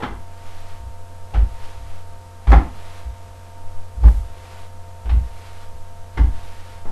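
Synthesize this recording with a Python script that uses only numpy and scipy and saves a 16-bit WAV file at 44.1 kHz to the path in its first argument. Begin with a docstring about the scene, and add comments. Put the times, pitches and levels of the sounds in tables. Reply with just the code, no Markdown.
"""A kitchen floor swept close to a laptop, heard on its one microphone: disk, fan, whistle and hiss run throughout
(sines and noise) while slow air pushes the microphone (low noise). Broom head knocks (struck wood modes in a room)
open the scene, then soft bristle strokes (slips and noise) come from 0.2 s on. Near 1.3, 2.5, 4.0, 5.1 and 6.2 s
heavy steps make the floor boom (sagging low sines, shaking noise) with knocks and strokes; at 2.5, 4.0 and 6.3 s
the laptop case rattles (noise bursts). Peaks past full scale clip, and light knocks come at 6.9 s."""
import sys
import numpy as np
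from scipy import signal
from scipy.fft import rfft, irfft, next_fast_len
from scipy.io import wavfile
from scipy.ndimage import map_coordinates

SR = 44100
rng = np.random.default_rng(int(sys.argv[2]) if len(sys.argv) > 2 else 0)


def ratio_of_db(decibels):
    """Turn decibels (scalar or array-like) into linear amplitude factors; 0 dB maps to 1."""
    return 10 ** (np.asarray(decibels, float) / 20)


def unload_wav(signal):
    """Save mono or channel-first audio to the path in sys.argv[1] as 16-bit WAV at rate SR, clipped to [-1, 1]."""
    wavfile.write(
        sys.argv[1],
        SR,
        np.round(np.clip(np.atleast_2d(signal).T, -1, 1) * 32767).astype(np.int16),
    )


N = 304731  # length [samples]

# Fan whine: (multiple of the shaft speed, mean level [dB])
FAN_ORDERS = [(8, -62.5), (9, -56), (11, -63), (12, -54), (13, -76), (16, -51), (17, -68), (20, -83),
              (21, -66.5), (23, -68.5), (28, -69)]
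# Fan air and circuit hiss, relative spectrum: (frequency [Hz], level [dB per Hz])
HISS_SPECTRUM = [(30, 6), (60, 12.5), (110, 3), (220, 3.5), (330, -1.5), (800, 0), (1200, -3), (2000, -9.5),
                 (4000, -13.5), (8000, -15.5), (13000, -19)]
# Slow air push on the microphone, relative spectrum: (frequency [Hz], level [dB per Hz])
PUSH_SPECTRUM = [(2, 12), (7, 13), (14, 8), (20, -12), (28, -36), (45, -64)]
# Strength of that air push: (time [s], level [dB])
PUSH_LEVELS = [(0.0, -37), (0.31, -30), (0.63, -26), (1.02, -36), (1.48, -22), (1.79, -21.5), (2.13, -28),
               (2.37, -40.5), (2.58, -31), (2.85, -27.5), (3.02, -33.5), (3.35, -42), (3.62, -24),
               (3.96, -34), (5.02, -35), (5.39, -34), (5.81, -23.5), (6.04, -31), (6.31, -17.5),
               (6.77, -37), (6.91, -20)]
# Trembling floor, relative spectrum: (frequency [Hz], level [dB per Hz])
TREMOR_SPECTRUM = [(28, -4), (45, 18), (58, -2), (72, 10), (110, -47)]
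# Footfalls that make the floor boom:
# (start [s], level [dB], pitch before it sags [Hz], rise [s], hold [s])
FOOTFALLS = [(0.06, -33, 51, .02, 0.084), (0.793, -34, 60.8, 0.013, .1), (1.326, -11.5, 53.7, 0.063, 0.047),
             (1.477, -41, 52, 0.017, .04), (1.768, -36, 56.5, 0.012, 0.08),
             (2.466, -6.5, 57.4, 0.029, 0.088), (3.033, -27, 59.4, 0.041, 0.031),
             (3.955, -23.5, 59.7, 0.037, 0.039), (4.024, -4, 61, 0.038, 0.029),
             (4.165, -28.5, 61.5, .02, 0.021), (5.039, -22.5, 58.6, 0.029, 0.025),
             (5.093, -12.5, 59.8, 0.029, 0.06), (5.197, -25.5, 62.3, 0.022, .03),
             (5.712, -36, 60.4, .04, .012), (6.169, -9, 56.5, 0.05, 0.028),
             (6.276, -21.5, 50.3, 0.015, 0.014), (6.333, -38.5, 48, 0.024, 0.075)]
# Higher floor modes, relative spectrum: (frequency [Hz], level [dB per Hz])
SHAKE_SPECTRUM = [(62, -7.5), (78, 14.5), (100, -4.5), (140, -7.5), (250, -17.5), (500, -27.5),
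                  (1500, -68.5)]
# Dry rattles of the laptop case: (start [s], level before rise and decay [dB])
CASE_RATTLES = [(2.505, -14), (2.5195, -7), (2.528, -32), (4.0407, -23), (4.0583, -30), (4.0807, -21),
                (4.0857, -20), (6.2577, -24)]
# Laptop case, relative spectrum: (frequency [Hz], level [dB per Hz])
CASE_SPECTRUM = [(200, -11), (800, 15), (2000, 1), (4000, -13), (8000, -21), (12000, -26)]
# Kitchen reverberation: (frequency [Hz], decay by 60 dB [s])
KITCHEN_DECAY = [(150, 0.42), (800, 0.36), (2500, 0.36), (8000, 0.26)]
# Broom head knocks; levels are relative, each part gets a shared offset later:
# (start [s], level [dB], thump level [dB], thump pitch [Hz], clack level [dB], crack level [dB])
HEAD_KNOCKS = [(0.002, -23.5, -8, 320, -11, -16.5), (0.022, -21.5, 3, 195, 1, -4),
               (0.031, -14, 2.5, 312, -3.5, -13.5), (1.336, -27, -8, 190, -11, -4.5),
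               (1.344, -22, -9, 230, -4.5, -9.5), (2.470, -21.5, -5, 190, 0.5, -4.5),
               (2.515, -10.5, 1.5, 190, 2, -12.5), (2.527, -3, 2.5, 205, -4.5, -16.5),
               (4.033, -21.5, -16, 183, -13, -17), (4.051, -25, -2, 180, -4, -10),
               (5.054, -33, -8, 183, -6, -12), (5.092, -25.5, -20, 247, -3.5, -5.5),
               (6.172, -19.5, -7, 276, -1, -7.5), (6.188, -19.5, 7, 281, -27, -27),
               (6.853, -28.5, -8, 185, -15, -28), (6.879, -32.5, -1, 250, -12, -21)]
# Modes of the broom head and the board it strikes, before the hand damps them:
# (frequency [Hz], relative strength before scaling [dB], decay by 60 dB [s])
WOOD_MODES = [(144, 0, 0.22), (242, -0.5, 0.27), (312, -10, 0.59), (397, -10, 0.14), (480, -7, 0.32),
              (580, -11, 0.2), (680, -34, 0.16), (808, 10.5, 0.25), (860, 22, 0.077), (957, -15, 0.37),
              (1030, -60, 0.05), (1110, -53, 0.11), (1153, -10, 0.48), (1510, -26, 0.13), (1360, -29, 0.29),
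              (1590, -34, 0.97), (1650, -33, 0.33), (1640, -39, 0.16), (2080, 4, 0.35), (2055, -30, 0.28),
              (2360, -30, 3.0), (2880, -40, 0.24)]
# Bristles on the floor, relative spectrum: (frequency [Hz], level [dB per Hz])
BRISTLE_SPECTRUM = [(150, -9), (400, 0.5), (1000, 2), (2000, -2), (3500, -5.5), (5000, -10), (7000, -14.5),
                    (12000, -19)]
# Broom strokes: (start [s], length before lifting [s], pressure before the drag gain [dB], swell [s])
STROKES = [(0.196, 0.53, -52.5, 0.31), (1.298, 0.66, -53.5, 0.32), (2.597, 0.38, -51, 0.22),
           (3.0, 0.44, -61, 0.075), (3.95, 0.662, -51.5, 0.57), (5.077, 0.52, -50.5, 0.44),
           (6.202, 0.53, -50.5, 0.3)]


def unit(x):
    """Scaled to rms 1."""
    return x / np.sqrt(np.mean(x ** 2) + 1e-20)


def along(points, hz):
    """Values of (frequency [Hz], value) points, interpolated on a log frequency axis."""
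    f, v = np.transpose(points)
    return np.interp(np.log(hz + 1), np.log(f + 1), v)


def wobble(rate):
    """A smooth random curve with rate knots a second."""
    knots = rng.standard_normal(int(N * rate / SR) + 4)
    return map_coordinates(knots, [np.arange(N) * rate / SR])


def coloured(x, spectrum):
    """x filtered by the given spectrum, rms 1."""
    m = next_fast_len(len(x) + 8192)
    gain = ratio_of_db(along(spectrum, np.fft.rfftfreq(m, 1 / SR)))
    return unit(irfft(rfft(x, m) * gain, m)[:len(x)])


def tone(hz, db):
    """A sine of rms level db following a pitch curve."""
    return np.sqrt(2) * ratio_of_db(db) * np.sin(2 * np.pi * np.cumsum(hz) / SR)


def swell(t, rise):
    """A smooth climb from 0 to 1, starting at t = 0."""
    return np.sin(np.pi / 2 * np.clip(t / rise, 0, 1)) ** 2


def dying(events, t60, rise):
    """Gain from the power sum of (start [s], level [dB]) events that rise and die away."""
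    t = np.arange(N) / SR
    return np.sqrt(sum(swell(t - s, rise) * ratio_of_db(db - 60 * np.abs(t - s) / t60) ** 2 for s, db in events))


def lay(out, start_s, sound):
    """Adds a sound into out at its start time."""
    out[round(start_s * SR):][:len(sound)] += sound


def laptop():
    """Steady disk spindle, fan orders that drift together with the shaft, a faint whistle and hiss."""
    shaft_hz = 57.39 * (1 + 0.000855 * wobble(3.125))
    fan = sum(tone(order * shaft_hz, db + 1.1 * wobble(7)) for order, db in FAN_ORDERS)
    disk = tone(np.full(N, 90.3), -41 + 0.91 * wobble(3.87))
    whistle = tone(np.full(N, 7980), -75.5)
    hiss = ratio_of_db(-48.5) * coloured(rng.standard_normal(N), HISS_SPECTRUM)
    return fan + disk + whistle + hiss


def air_push():
    """Slow pressure from the moving body: very low noise of varying strength."""
    time_s, level_db = np.transpose(PUSH_LEVELS)
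    push_db = np.interp(np.arange(N) / SR, time_s, level_db)
    return ratio_of_db(push_db) * coloured(rng.standard_normal(N), PUSH_SPECTRUM)


def floor_tremor():
    """The floor trembles faintly at rest, and lingers after each footfall."""
    resting = ratio_of_db(-56)
    after = dying([(s, db - 21) for s, db, *_ in FOOTFALLS], t60=1.33, rise=0.05)
    uneven = ratio_of_db(4.5 * wobble(5.72))
    return (after + resting) * uneven * coloured(rng.standard_normal(N), TREMOR_SPECTRUM)


def booms():
    """The floor swings at its lowest resonance, lower on big swings; its higher modes shake unevenly."""
    fall_t60_s = 0.13  # after the hold
    sag = 0.13  # share by which the pitch drops at a level of 0 dB
    swing, shake = np.zeros(N + SR), np.zeros(N + SR)
    t = np.arange(SR // 2) / SR
    for s, db, hz, rise, hold in FOOTFALLS:
        fall = ratio_of_db(-60 * np.clip(t - rise - hold, 0, None) / fall_t60_s)
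        shape = swell(t, rise) * fall
        lay(swing, s, shape * tone(hz * (1 - sag * shape * ratio_of_db(db)), db))
        # the higher modes grow slower than the boom and get a lead as the foot lands
        shake_db = -18 + 0.96 * db + 9 * np.exp(-t / 0.12)
        lay(shake, s, np.sqrt(shape) * ratio_of_db(shake_db))
    return swing[:N] + shake[:N] * coloured(rng.standard_normal(N), SHAKE_SPECTRUM)


def rattles():
    """The laptop case buzzes right at the microphone: short dry noise bursts with no room."""
    out, t = np.zeros(N + SR), np.arange(SR // 20) / SR
    for s, db in CASE_RATTLES:
        shape = ratio_of_db(db - 60 * t / 0.011) * swell(t, 0.0015)
        lay(out, s, shape * coloured(rng.standard_normal(len(t)), CASE_SPECTRUM))
    return out[:N]


def kitchen(x):
    """A fresh room tail of noise in which each frequency dies at its own speed."""
    hz, t, z = signal.stft(rng.standard_normal(SR // 2), SR, nperseg=256)
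    near_walls = 1 + 0.5 * ratio_of_db(-60 * t / 0.16)  # the first reflections stand above the diffuse tail
    decay = ratio_of_db(-60 * t / along(KITCHEN_DECAY, hz)[:, None])
    tail = signal.istft(z * decay * near_walls, SR, nperseg=256)[1]
    delayed = np.pad(x, (130, 0))  # samples before the first reflection
    return signal.fftconvolve(delayed, tail / np.linalg.norm(tail))[:len(x)]


def struck(length, blow):
    """A single sharp contact with the spectrum of the blow (minimum phase, so nothing precedes it)."""
    log_gain = np.log(ratio_of_db(along(blow, np.fft.rfftfreq(length, 1 / SR))))
    cepstrum = irfft(log_gain, length)
    cepstrum[1:length // 2] *= 2
    cepstrum[length // 2 + 1:] = 0
    return irfft(np.exp(rfft(cepstrum)), length)


def ring(t, blow):
    """The wood's damped modes, each led by the strength of the blow at its pitch, give or take."""
    hz, db, t60 = np.transpose(WOOD_MODES)[:, :, None]
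    db = 0.3 * db + along(blow, hz) + rng.normal(0, 0.32, hz.shape)
    phase = rng.uniform(0, 2 * np.pi, hz.shape)
    return np.sum(ratio_of_db(db - 60 * t / t60) * np.sin(2 * np.pi * hz * t + phase), axis=0)


def knocks():
    """Each blow clacks, chatters for a few ms and rings the wood briefly; the kitchen carries most of it."""
    out, t = np.zeros(N + SR), np.arange(SR // 2) / SR
    for s, db, thump_db, thump_hz, clack_db, crack_db in HEAD_KNOCKS:
        # spectrum of the blow: (frequency [Hz], level [dB])
        blow = [(80, thump_db - 14), (thump_hz, thump_db + 4.0), (450, -4), (640, -5), (820, 0),
                (1200, clack_db - 0.5), (2000, clack_db - 6.0), (2600, crack_db - 4.5),
                (3400, crack_db - 8.0), (5000, crack_db - 18.5), (12000, crack_db - 40)]
        contact = 0.06 * rng.standard_normal(len(t)) * ratio_of_db(-60 * t / 0.02)  # chatter
        contact[0] = 1
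        clack = signal.fftconvolve(contact, struck(len(t), blow))[:len(t)]
        hand_damping = ratio_of_db(-60 * t / 0.086)  # the hand damps the handle
        held = hand_damping * ring(t, blow) * (1 - np.exp(-t / 0.00081))
        near = unit(clack) + 0.65 * unit(held)
        heard = near + ratio_of_db(2.0) * kitchen(near)
        cushion = swell(t, 0.0019)  # the bristles soften the start
        lay(out, s, ratio_of_db(db - 20.5) * unit(heard) * cushion)
    return out[:N]


def pressure():
    """Bristle pressure: each stroke swells and lifts off; each landing of the head adds a short scuff."""
    lift_s, rest_db = 0.14, -69.5  # lifting off the floor; faint contact between strokes
    tips_s = 0.047  # the bristle tips touch before the head lands
    t = np.arange(N) / SR
    strokes = 0
    for s, length, db, rise in STROKES:
        lifted = swell(t - s - length, lift_s)
        strokes = strokes + (ratio_of_db(db) * swell(t - s, rise) * (1 - lifted)) ** 2
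    # the bristles splay as the head lands
    landings = [(s - tips_s, -47.5 + 0.42 * db) for s, db, *_ in HEAD_KNOCKS]
    scuffs = dying(landings, t60=1, rise=0.037)
    return np.sqrt(strokes + scuffs ** 2 + ratio_of_db(rest_db) ** 2)


def bristles():
    """Thousands of random bristle slips a second, mixed with noise into a soft uneven rustle."""
    drag_db = 3.0 + 1.5 * wobble(9) + 0.8 * wobble(40)  # uneven, slow and fast
    slips = rng.standard_normal(N) * (rng.random(N) < 0.08)
    rustle = coloured(unit(slips) + 1.84 * rng.standard_normal(N), BRISTLE_SPECTRUM)
    return pressure() * ratio_of_db(drag_db) * rustle


def scene():
    """Everything at one microphone."""
    broom_and_steps = booms() + knocks() + rattles() + bristles()
    return (broom_and_steps + laptop() + air_push() + floor_tremor())[None]


def roll_off(x):
    """The treble ends steeply here."""
    return signal.sosfilt(signal.butter(12, 13350, fs=SR, output="sos"), x)


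def record(dry):
    """The microphone input clips at full scale and keeps nothing above its band limit."""
    top_hz = 12780
    spectrum = rfft(np.clip(dry, -1, 1))
    mix = irfft(spectrum * (np.fft.rfftfreq(N, 1 / SR) < top_hz), N)
    return roll_off(mix)


dry = scene()
out = record(dry)
unload_wav(out)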